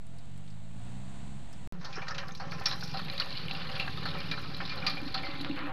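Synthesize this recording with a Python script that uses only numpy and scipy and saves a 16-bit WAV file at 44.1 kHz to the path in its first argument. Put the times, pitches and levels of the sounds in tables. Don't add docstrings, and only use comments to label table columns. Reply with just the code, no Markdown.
import sys
import numpy as np
from scipy import signal
from scipy.fft import rfft, irfft, next_fast_len
from scipy.io import wavfile
from scipy.ndimage import uniform_filter1d, map_coordinates

SR = 44100
rng = np.random.default_rng(int(sys.argv[2]) if len(sys.argv) > 2 else 0)


def store_pcm(level_fs):
    pcm = np.round(np.clip(level_fs, -1, 1) * 32767).astype(np.int16)
    wavfile.write(sys.argv[1], SR, np.atleast_2d(pcm).T)


def decibels_to_gain(level_db):
    exponent = np.asarray(level_db, float) / 20
    return 10 ** exponent


N = 252252
T = np.arange(N) / SR
GAP_START_S, CUT_S = 1.6741, 1.7241

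# start in seconds, blow on the rod in dB,
# rod note in Hz, knock in the head in dB, head note in Hz.
STOPS = [(1.846, -35.5, 798, -32.5, 4440), (2.181, -27.5, 1790, -27.5, 2950),
         (2.398, -30.5, 800, -38, 4420), (2.6583, -21.5, 1790, -15.5, 5470), (2.939, -32, 781, -32, 4100),
         (3.199, -22, 1795, -17.5, 4560), (3.494, -37.5, 777, -35, 2800), (3.796, -33.5, 757, -22, 2800),
         (4.054, -25.5, 1330, -28.5, 4320), (4.314, -30, 1334, -23, 2370), (4.602, -24, 1342, -53, 4300),
         (4.865, -27.5, 1210, -16, 2390), (5.1445, -29, 783, -23.5, 4260), (5.447, -35, 1470, -39, 3770),
         (5.69, -38, 900, -55, 2800)]
# time in seconds, effort in dB, stream in dB, upper edge of the head's sound
# in Hz, drag of the rod in its guide in dB.
WORK = [(1.79, -66, -83, 6840, -57), (1.85, -57, -79, 6960, -60.5), (2.1, -62, -77, 7000, -47.5),
        (2.4, -57.5, -79, 6340, -55), (2.7, -52, -65.5, 5500, -48.5), (2.86, -50.5, -68, 5700, -53),
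        (3.0, -45, -65.5, 4600, -53), (3.45, -44.5, -69.5, 4600, -49.5), (3.75, -43, -64.5, 4580, -50.5),
        (3.94, -44.5, -69.5, 4480, -55), (4.15, -44.5, -66, 4740, -46.5), (4.45, -46, -72, 4840, -52),
        (4.7, -46, -69.5, 4930, -49.5), (5.0, -46.5, -71, 4740, -48), (5.3, -44.5, -70, 4580, -50),
        (5.52, -46, -76, 4300, -54), (5.64, -49.5, -74, 4100, -41), (5.69, -50, -76, 4240, -44),
        (5.72, -59, -82, 3800, -45)]
# start in seconds, peak in dB, own note in Hz.
THUDS = [(1.963, -29, 1560), (1.971, -24, 1090), (2.016, -29, 1520), (2.024, -25.5, 786), (2.07, -43, 1290),
         (2.082, -24, 1840), (1.812, -33, 1420), (1.828, -34, 1000), (1.84, -28.5, 800), (1.752, -42, 900),
         (1.85, -47, 1700), (1.98, -25.5, 1690), (2.439, -36, 940), (4.515, -37, 1270), (2.108, -21, 1290),
         (2.287, -28, 1150), (2.521, -23, 1085), (2.611, -25, 765), (2.731, -24.5, 1090),
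         (2.824, -25.5, 1450), (2.991, -22.5, 1170), (3.074, -36, 800), (3.452, -32, 1290),
         (3.734, -33, 1780), (3.763, -26, 1430), (3.875, -20.5, 1610), (3.97, -27, 1270),
         (4.026, -26, 1760), (4.176, -42, 1247), (4.442, -44, 1330), (4.719, -28, 1070), (4.764, -41, 770),
         (4.815, -27, 760), (4.97, -26.5, 793), (5.074, -31, 1340)]
# start in seconds, peak in dB, own note in Hz, 60 dB decay in seconds.
KNOCKS = [(1.9276, -32.5, 2450, 0.14), (2.083, -33, 4700, 0.11), (2.146, -30.5, 2620, 0.082),
          (2.282, -37, 3900, 0.024), (2.35, -31, 4100, 0.031), (2.619, -36, 2540, 0.059),
          (2.723, -26.5, 4000, 0.099), (2.808, -29, 4720, 0.056), (2.8326, -27, 5400, 0.078),
          (2.971, -25.5, 4320, 0.082), (3.082, -26, 2480, 0.042), (3.0989, -15.5, 3940, 0.013),
          (3.1787, -19, 3920, 0.025), (3.35, -34, 2930, 0.15), (3.307, -31.5, 3850, 0.064),
          (3.327, -22, 4100, 0.018), (3.3701, -29, 3940, 0.13), (3.616, -29, 2400, 0.059),
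          (3.5495, -25.5, 2820, 0.044), (3.7524, -26.5, 2430, 0.17), (3.974, -38, 3620, 0.23),
          (4.085, -32, 3740, 0.088), (4.2036, -24.5, 4300, 0.029), (4.6518, -37, 4240, 0.14),
          (4.695, -25.5, 2330, 0.051), (4.8967, -22, 4360, 0.12), (4.97, -28.5, 2360, 0.097),
          (5.175, -28, 3500, 0.059), (5.247, -31, 4400, 0.16), (5.41, -23.5, 3950, 0.032)]
# start in seconds, peak in dB, note in Hz,
# 60 dB decay in seconds.
RINGS = [(1.955, -35, 5320, 0.11), (2.017, -30.5, 2420, 0.12), (2.108, -31, 5200, 0.047),
         (2.32, -35, 6350, 0.022), (2.535, -38, 5500, 0.044), (4.733, -46, 2340, 0.067),
         (3.799, -23.5, 2687, 0.12), (4.162, -34, 2383, 0.33), (4.695, -30, 2383, 0.14),
         (4.725, -40, 2383, 0.083), (2.068, -30, 1294, 0.19), (4.44, -32, 1285, 0.12),
         (4.514, -33, 1315, 0.14), (4.765, -34, 783, 0.26), (2.855, -45, 1480, 0.15),
         (3.355, -37, 2950, 0.17), (5.225, -36.5, 2083, 0.69)]
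# centre in Hz, width in Hz, level in dB.
ROD_MODES = [(510.8, 5.8, 7.5), (561.6, 6, 10.5), (777, 14, 5.5), (822, 1.7, 8.5), (979, 4.1, -5),
             (1036, 3.4, 7.5), (1105, 5.3, -9), (1146, 6.5, 5), (1270, 34, -17), (1344, 47, 1.5),
             (1606, 2.8, -9.5), (1790, 21, 5.5)]
HEAD_MODES = [(2383, 28, 15.5), (2420, 60, 14.5), (2687, 6.7, 12), (3950, 15, 9), (4080, 11.7, 9),
              (4620, 150, 8), (4860, 84, -28), (5800, 46, -21), (4500, 15, -19), (6250, 170, -18)]
# frequency in Hz, level in dB.
ROD_SKIN = [(350, -61), (520, -5.5), (900, -5), (1400, 0.5), (2000, -5.5), (3000, -11.5), (5500, -53)]
HEAD_SKIN = [(1200, -7.5), (2200, -5.5), (3200, -7.5), (4400, 1.5), (5400, -1), (6400, -7.5), (7000, -16),
             (9000, -50)]
# dB over the control, swing in dB, crest in strokes after the lower stop.
SCRAPE, RATTLE, GUSH = (0.17, 1.96, 0.38), (-0.096, 0.83, 0.22), (0.1, 1.7, 0.68)


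def pump():
    effort_db, _, _, drag_db = curves(WORK)
    scrape_db = over_stroke(drag_db, SCRAPE)
    rattle_db = over_stroke(effort_db, RATTLE)

    rod_blows = [(s, db, hz, 0.25 * 800 / hz) for s, db, hz, _, _ in STOPS]
    rod_blows += [(*row, 0.035) for row in THUDS]
    thuds, low_notes = blows(rod_blows, note_db=-13.0, q=94, broad=0.23, rise_s=0.0012)
    head_blows = [(s, db, hz, 0.11) for s, _, _, db, hz in STOPS] + KNOCKS
    knocks, high_notes = blows(head_blows, note_db=-16.5, q=40, broad=0.86, rise_s=0.00025)
    strikes, songs = blows(RINGS, note_db=-14.0, q=220, broad=3.0)

    drag = decibels_to_gain(scrape_db + 1.8 * wobble(11)) * grit(rate=140, spread_db=47.0, t60=0.038)
    rattle = decibels_to_gain(rattle_db - 3.0 + 1.8 * wobble(27)) * grit(rate=300, spread_db=22.0, t60=0.023)
    bubbles = decibels_to_gain(rattle_db - 5.0) * drops(count=5000, hz=3780, spread=0.294, cycles=11.6, size_db=3.5)

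    rod = patchy(drag, depth_db=2.5, size=(4, 6)) + decibels_to_gain(-19.5) * thuds
    head = patchy(rattle, depth_db=2.5, size=(4, 5)) + decibels_to_gain(-16.5) * (knocks + strikes)
    ringing_head = iron(head, HEAD_MODES, HEAD_SKIN, ring_db=-4.0)
    top = dulled(ringing_head + bubbles + high_notes + songs, slope_db=54.0, shelf_db=-34.0)
    return iron(rod, ROD_MODES, ROD_SKIN, ring_db=6) + top + low_notes


# start in seconds, peak in dB, centre
# in Hz.
CRACKS = [(1.849, -39.5, 3300), (2.144, -42, 4140), (2.519, -36, 2280), (2.891, -44, 3500),
          (3.122, -36, 3500), (4.545, -34.5, 4250), (4.722, -39, 2000), (2.0799, -33.5, 3880),
          (2.1796, -34.5, 3960), (2.373, -43, 5000), (2.6564, -20, 4740), (2.711, -27.5, 4000),
          (3.197, -21.5, 4500), (3.51, -27, 4050), (4.312, -23, 4460), (4.602, -40, 2300),
          (4.651, -30, 3770), (4.8649, -17, 4850), (4.8755, -20, 4700), (5.142, -21, 4330),
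          (2.11, -35, 1400), (2.18, -31, 2650), (2.398, -34, 1100), (3.756, -32.5, 4080),
          (3.797, -24.5, 2550), (4.0529, -26.5, 1350), (4.073, -33, 4000), (4.087, -32, 3900),
          (5.076, -36, 4000), (5.18, -30.5, 3720), (5.305, -33, 2500), (5.34, -37, 1590),
          (4.866, -26, 2370)]
# start in seconds, peak in dB.
SPITS = [
    (5.4955, -60),
    (5.5603, -53),
    (5.58, -57),
    (5.59, -54),
]


def cracks():
    _, bursts = blows([(*row, 0.03) for row in CRACKS], note_db=-1.0, q=4.5, broad=0.1, rise_s=0.0025)
    spit_rows = [(*row, 7000, 0.004) for row in SPITS]
    spits, _ = blows(spit_rows, note_db=0, q=4, broad=0.05, rise_s=0.0003)
    return dulled(bursts, slope_db=46, shelf_db=-29, scale=0.98) + spits


# start in seconds, peak in dB, own note in Hz.
LINKS = [(1.9081, -44, 2400), (2.0814, -45, 4450), (2.4834, -52, 2180), (2.5098, -34.5, 4500),
         (2.527, -37, 4460), (2.5945, -40, 4340), (2.6932, -26, 4070), (2.8738, -31.5, 4400),
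         (2.9188, -39, 4300), (2.99, -30, 3780), (3.0396, -48, 4120), (3.047, -32, 3760),
         (3.124, -32, 4270), (3.398, -35, 2900), (3.4237, -35, 4400), (3.5828, -39, 3700),
         (3.6521, -45, 2960), (3.669, -31.5, 4280), (3.9215, -43, 3750), (4.0292, -29.5, 4000),
         (4.1126, -34, 3730), (4.1458, -34, 2460), (4.2537, -38, 2900), (4.3734, -31, 4100),
         (4.675, -31.5, 3900), (4.6926, -26, 4260), (4.714, -31, 4300), (4.7344, -43, 2390),
         (4.7723, -29, 4080), (4.9284, -28.5, 3950), (5.0545, -33, 4200), (5.121, -33.5, 4250),
         (5.231, -27.5, 2270), (5.394, -32, 4000), (5.4849, -33, 3900), (5.59, -32, 2320),
         (5.639, -33, 2400)]
# start in seconds, peak in dB, own note in Hz,
# 60 dB decay in seconds.
JARS = [(1.848, -50, 2780, 0.049), (1.964, -44, 2800, 0.063), (2.282, -38, 5200, 0.027),
        (2.545, -35.5, 2470, .08), (2.6564, -25.5, 3500, 0.075), (3.181, -29, 4300, .04),
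        (4.603, -32, 2210, 0.095), (4.866, -29, 2370, 0.056), (5.177, -27, 1820, .06),
        (5.601, -36, 2920, 0.17), (5.655, -33.5, 2590, 0.13)]


def chain():
    rows = [(*row, 0.076) for row in LINKS] + JARS
    taps, notes = blows(rows, note_db=-14.5, q=26, broad=0.3, rise_s=0.00082)
    through_head = iron(decibels_to_gain(-19) * taps, HEAD_MODES, HEAD_SKIN, ring_db=-9)
    return dulled(through_head + notes, slope_db=67, shelf_db=-33)


# start in seconds, peak in dB, note in Hz, length in cycles.
PLIPS = [(1.978, -30, 372, 1.5), (2.309, -39, 3560, 7), (2.711, -27, 3120, 3.4), (3.222, -21.5, 2770, 5.8),
         (3.4833, -23, 2900, 2.8), (3.511, -21, 2600, 4.3), (3.7972, -22, 2470, 7.3),
         (3.88, -20.5, 2220, 0.96), (4.546, -29, 4020, 8.4), (4.5653, -31, 4000, 13), (4.723, -35, 1900, 3),
         (4.825, -29, 2350, 10), (5.4475, -14.5, 2580, 0.43), (5.591, -23, 4000, 0.86),
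         (5.497, -23, 2200, 0.65), (3.306, -24, 4020, 3.8), (3.974, -31, 3670, 6.2), (2.52, -27, 2150, 1.8),
         (4.091, -29, 4150, 5), (4.116, -28, 3800, 5), (4.678, -26, 4600, 2.7), (5.512, -29.5, 2680, 6.2),
         (5.562, -23, 3980, 0.69), (2.284, -38, 4270, 3.4), (2.81, -31, 4320, 3.1)]


def plips():
    out, t = np.zeros(N + SR), T[:SR // 10]
    for s, db, hz, cycles in PLIPS:
        u = hz * t / cycles
        swell = u * np.exp(1 - 2 * u)
        rough = 1 + 0.59 * rng.standard_normal(len(t))
        tone = np.sin(2 * np.pi * hz * t * (1 + 0.014 * u))
        out[round(s * SR):][:len(t)] += decibels_to_gain(db + 1.0) * swell * rough * tone
    return filtered(out[:N], lambda f: 1 / (1 + (f / 5200) ** 14))


# start in seconds, peak in dB.
SLAPS = [(2.2826, -55), (2.3485, -57), (2.517, -55), (2.5979, -54), (2.686, -46), (2.755, -61),
         (2.837, -47), (2.8753, -51), (2.991, -51), (3.132, -52), (3.1766, -54), (3.5333, -53),
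         (4.087, -60), (4.1858, -56), (4.2581, -61), (4.4148, -53), (4.5679, -52), (4.7565, -56),
         (4.8952, -49), (4.9497, -58), (5.0154, -59), (5.0595, -60), (5.2271, -60), (5.255, -61),
         (5.3807, -61), (5.41, -48.5), (5.6641, -62)]
# frequency in Hz, level in dB per Hz.
SPRAY = [(4500, 0.5), (6500, 2.5), (8000, -11.5), (9400, -1), (10400, -2.5), (11300, 0.5), (12500, 0),
         (13200, -7), (15000, -11), (16000, -30)]


def splash():
    shaken = [(s, db - 29) for s, _, _, db, _ in STOPS]
    rows = [(s, db, 10000, 0.05) for s, db in shaken + SLAPS]
    slaps, _ = blows(rows, note_db=0, q=4, broad=0.061)
    _, stream_db, _, _ = curves(WORK)
    hiss = decibels_to_gain(over_stroke(stream_db, GUSH)) * grit(rate=100, spread_db=6, t60=0.0096)
    spray = colour(hiss + decibels_to_gain(-5.5) * slaps, SPRAY)
    return dulled(spray, slope_db=39.5, shelf_db=-15.0, scale=3.0)


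# time in seconds, air note in Hz, level in dB.
POT = [
    (1.73, 262, -71),
    (2.6, 262.7, -63),
    (4.1, 264.7, -58.5),
    (4.8, 271.8, -50),
    (5.72, 288.4, -47.5),
]
# start in seconds, peak in dB, note in Hz.
GULPS = [(4.305, -38.5, 274), (4.838, -41, 274), (4.88, -60, 254), (5.028, -30.5, 271), (5.066, -33, 260),
         (5.164, -40, 236), (5.289, -31, 293), (5.409, -31, 274), (5.445, -32.5, 278), (5.4999, -23, 282),
         (5.525, -28.5, 282), (5.543, -33, 290), (5.622, -34.5, 300), (5.635, -34, 280)]


def pot():
    pole = decibels_to_gain(-60 / (0.09 * SR))
    jolts = rng.standard_normal(N) + 1j * rng.standard_normal(N)
    sway = signal.lfilter([1], np.convolve([1, -pole], [1, -pole ** 10]), jolts)
    air_hz, air_db = curves(POT)
    air = unit(np.real(sway * np.exp(2j * np.pi * np.cumsum(air_hz) / SR)))
    out = decibels_to_gain(air_db + 2.9 * wobble(14)) * air
    for s, db, hz in GULPS:
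        at = round((s - 0.003) * SR)
        t = T[:SR // 4][:N - at]
        swell = decibels_to_gain(db + 3.5 - 60 * t / 0.062) * (1 - np.exp(-t / 0.0035))
        out[at:at + len(t)] += swell * np.sin(2 * np.pi * hz * t * (1 + 1.0 * t))
    return out


# time in seconds, firing rate in Hz,
# throttle in dB.
BIKE = [
    (0.0, 40.36, -1.5),
    (0.35, 47.56, 2),
    (0.76, 56.07, -0.5),
    (1.2, 66.82, 1),
    (1.36, 66.97, 1),
    (1.46, 67.1, -9.5),
    (1.666, 59.63, -1.5),
    (1.8, 59.8, 1.5),
    (1.86, 54, -20),
]
# multiple of the firing rate, dB in the lane, dB after the cut.
STRONG_ORDERS = [(2, -43, -62), (3, -47.5, -43.5), (4, -54, -81)]
# multiple of the firing rate, level in dB.
WEAK_ORDERS = [(1, -55), (3.5, -63.5), (5, -68), (10.5, -73.5), (12.3, -69.5), (14.4, -78), (15.7, -67)]
# frequency in Hz, level in dB.
PIPE = [(80, -20.5), (108, -2), (190, -0.5), (230, -4.5), (280, -4)]
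# frequency in Hz, level in dB per Hz.
LANE = [(25, -6), (60, -0.5), (130, -7.5), (230, -6.5), (400, -22.5), (720, -18.5), (1200, -24.5),
        (3000, -28), (3850, -28), (4600, -32), (5000, -40), (5800, -38), (7500, -33.5), (8600, -32.5),
        (9000, -41), (12500, -59.5), (15000, -59)]
TYRES = [(5800, -40), (7000, -2), (8000, 0), (8650, -2), (8900, -20), (10500, -19), (12000, -50)]


def bike():
    hz, throttle_db = curves(BIKE)
    first = T < CUT_S
    turn = 2 * np.pi * np.cumsum(hz * (1 + 0.0022 * wobble(25.4))) / SR
    push_db = throttle_db + 1.5 * np.cos(2 * np.pi * 4.73 * (T - 0.557))
    strong, weak = np.zeros(N), np.zeros(N)
    for k, near_db, far_db in STRONG_ORDERS:
        order_db = push_db + along(PIPE, k * hz) + np.where(first, near_db, far_db)
        strong += decibels_to_gain(order_db + 1.9 * wobble(8.34)) * np.sin(k * turn + k)
    for k, db in WEAK_ORDERS:
        case_db = 10 / (1 + ((k * hz - 680) / 44) ** 2)
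        phase = rng.uniform(0, 2 * np.pi)
        weak += decibels_to_gain(db + case_db + 1.1 * wobble(7.3)) * np.sin(k * turn + phase)

    noise = (1 + 0.094 * np.cos(turn)) * rng.standard_normal(N)
    lane_peak_db = -48
    near_lane_db = lane_peak_db - 6 * abs(T - 1.197) + 1.03 * wobble(6.9)
    lane_db = np.where(first, near_lane_db, -62)
    lane = decibels_to_gain(lane_db) * colour(noise, LANE)
    tyres = decibels_to_gain(-69 - 8 * abs(T - 1.2)) * colour(noise[::-1], TYRES) * first
    fade = np.clip((BIKE[-1][0] - T) / 0.032, 0, 1)
    return strong * fade + weak * first * decibels_to_gain(1.4 * (lane_db - lane_peak_db)) + lane + tyres


# start in seconds, peak in dB, centre in Hz, snap in dB.
TICKS = [
    (0.067, -66, 3920, -55),
    (0.1845, -54, 4230, -56),
    (0.2314, -70, 3620, -75),
    (0.2554, -65, 3610, -70),
    (0.376, -68, 3940, -54),
    (0.4758, -53.5, 3770, -82),
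    (0.5016, -54, 4600, -80),
    (1.528, -50, 5080, -52.5),
]


def ticks():
    note_rows = [(s, db, hz, 0.04) for s, db, hz, _ in TICKS]
    _, notes = blows(note_rows, note_db=-0.5, q=7, broad=0.068, rise_s=0.0018)
    snap, _ = blows([(s, db, 10000, 0.015) for s, _, _, db in TICKS], note_db=0, q=4, broad=0.05)
    return notes + colour(snap, [(6000, -5), (9500, 0), (15000, -24)])


# time in seconds, firing rate in Hz.
PULLING = [
    (1.8, 19),
    (2.15, 19.3),
    (2.6, 21.2),
    (3.05, 23.2),
    (3.4, 24.6),
    (3.78, 20.1),
    (4.1, 19.9),
    (5, 21.6),
    (5.72, 22.4),
]
# time in seconds, pulling engine in dB, idling engine in dB.
CARRY = [
    (1.75, -50, -65),
    (1.95, -51, -58),
    (3.05, -45.5, -50),
    (3.2, -53.5, -52.5),
    (3.5, -50.5, -46.5),
    (4.05, -43.5, -52),
    (4.4, -47, -46),
    (4.9, -53, -46.5),
    (5.3, -51.5, -50.5),
    (5.72, -50, -51),
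]
# frequency in Hz, level in dB per Hz.
RUMBLE = [(15, -47), (25, -1), (32, -12.5), (76, -6), (113, -4.5), (150, 1), (170, 0), (226, -13),
          (256, -11.5), (480, -11.5), (620, -63), (1060, -120)]


def rumble():
    pull, idle = decibels_to_gain(curves(CARRY))
    roar = unit(decibels_to_gain(1.9 * wobble(18)) * colour(rng.standard_normal(N), RUMBLE))
    pulling = pull * beat(curves(PULLING)[0], firing_s=2.272)
    idling = idle * beat(np.full(N, 17.5), firing_s=4.774)
    return pulling + idling + decibels_to_gain(-3) * np.hypot(pull, idle) * roar


def beat(hz, firing_s):
    turn = 2 * np.pi * np.cumsum(hz) / SR
    turn = turn - np.interp(firing_s, T, turn) + 0.15 * wobble(8)
    out = np.zeros(N)
    for k in range(2, 13):
        level = decibels_to_gain(along(RUMBLE, k * hz) + 1.45 * wobble(2.87))
        out += level * np.cos(k * turn + 0.37 * wobble(2.01))
    return unit(out)


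def blows(table, note_db, q, broad, rise_s=0.00059):
    bursts, notes, t = np.zeros(N + SR), np.zeros(N + SR), np.arange(SR // 4) / SR
    for s, db, hz, t60 in table:
        decay = decibels_to_gain(-60 * t / t60) + 0.15 * decibels_to_gain(-20 * t / t60)
        fall = decay * (1 - np.exp(-t / rise_s))
        noise = rng.standard_normal(len(t))
        narrow = np.clip(broad * decibels_to_gain(-0.6 * (db + 21)), 0.5, 10)
        lean = unit(signal.lfilter(*signal.iirpeak(hz, narrow, SR), noise))
        blur = unit(signal.lfilter(*signal.iirpeak(hz, q, SR), lean))
        at = round(s * SR)
        bursts[at:][:len(t)] += decibels_to_gain(db) * fall * lean
        notes[at:][:len(t)] += decibels_to_gain(db + note_db) * fall * blur
    return bursts[:N], notes[:N]


def iron(x, modes, skin, ring_db):
    def response(f):
        ring = 0
        for k, (centre, width, db) in enumerate(modes):
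            mode = 1j * f * width / (centre * centre - f * f + 1j * f * width)
            ring = ring + (-1) ** k * decibels_to_gain(db) * mode
        return unit(decibels_to_gain(along(skin, f))) * (1 + decibels_to_gain(ring_db) * ring)
    return filtered(x, response)


def grit(rate, spread_db, t60):
    jolts = (rng.random(N) < rate / SR) * decibels_to_gain(spread_db * np.tanh(rng.standard_normal(N)))
    shape = signal.lfilter([1], [1, -decibels_to_gain(-60 / (t60 * SR))], jolts)
    return unit((unit(shape) + 1.9) * rng.standard_normal(N))


def drops(count, hz, spread, cycles, size_db):
    when, pitch, size = rng.random(count), rng.standard_normal(count), rng.standard_normal(count)
    f, t = (hz * np.exp(spread * pitch))[:, None], np.arange(400) / SR
    u = f * t / cycles
    swell = np.exp(-u) * (1 - np.exp(-8 * u))
    note = decibels_to_gain(size_db * size)[:, None] * swell * np.sin(2 * np.pi * f * t * (1 + 0.0038 * u))
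    at = (when * N).astype(int)[:, None] + np.arange(len(t))
    return unit(np.bincount(at.ravel(), note.ravel(), N + len(t))[:N])


def over_stroke(control_db, layer):
    strokes = np.interp(T, [row[0] for row in STOPS], np.arange(len(STOPS)) / 2)
    db, swing_db, crest = layer
    return control_db + db + swing_db * np.cos(2 * np.pi * (strokes - crest))


def dulled(x, slope_db, shelf_db, scale=1):
    hz, t, z = signal.stft(x, SR, nperseg=512)
    edge_hz = scale * np.interp(t, T, curves(WORK)[2])
    octaves_over = np.log2(np.maximum(hz[:, None] / edge_hz, 1))
    gain = decibels_to_gain(-slope_db * octaves_over) + decibels_to_gain(shelf_db)
    return signal.istft(z * gain, SR, nperseg=512)[1][:N]


def patchy(x, depth_db, size):
    z = signal.stft(x, nperseg=256)[2]
    field = uniform_filter1d(rng.standard_normal(z.shape), size[0], 0)
    field = unit(uniform_filter1d(field, size[1], 1))
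    gain = decibels_to_gain(depth_db * field - depth_db ** 2 / 5.8)
    return signal.istft(z * gain, nperseg=256)[1][:N]


def colour(x, spectrum):
    return filtered(x, lambda hz: unit(decibels_to_gain(along(spectrum, hz))))


def filtered(x, response):
    m = next_fast_len(N + SR // 2)
    return irfft(rfft(x, m) * response(np.fft.rfftfreq(m, 1 / SR)), m)[:N]


def wobble(rate):
    return map_coordinates(rng.standard_normal(int(N * rate / SR) + 4), [T * rate])


def curves(rows):
    s, *cols = np.transpose(rows)
    return [np.interp(T, s, c) for c in cols]


def along(points, hz):
    f, v = np.transpose(points)
    return np.interp(np.log(hz + 1), np.log(f + 1), v)


def unit(x):
    return x / np.sqrt(np.mean(x ** 2) + 1e-20)


def scene():
    lane = bike() + ticks()
    metal = pump() + cracks() + chain()
    water = plips() + patchy(splash(), depth_db=2.0, size=(9, 4)) + pot()
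    close = metal + water + rumble()
    return (lane + (T >= CUT_S) * close)[None]


def band_limit(x):
    return signal.sosfilt(signal.butter(12, 15480, fs=SR, output="sos"), x)


def record(dry):
    on = (T < GAP_START_S) | (T >= CUT_S)
    offset = 0.02
    mix = (dry + offset) * on
    return band_limit(mix)


dry = scene()
out = record(dry)
store_pcm(out)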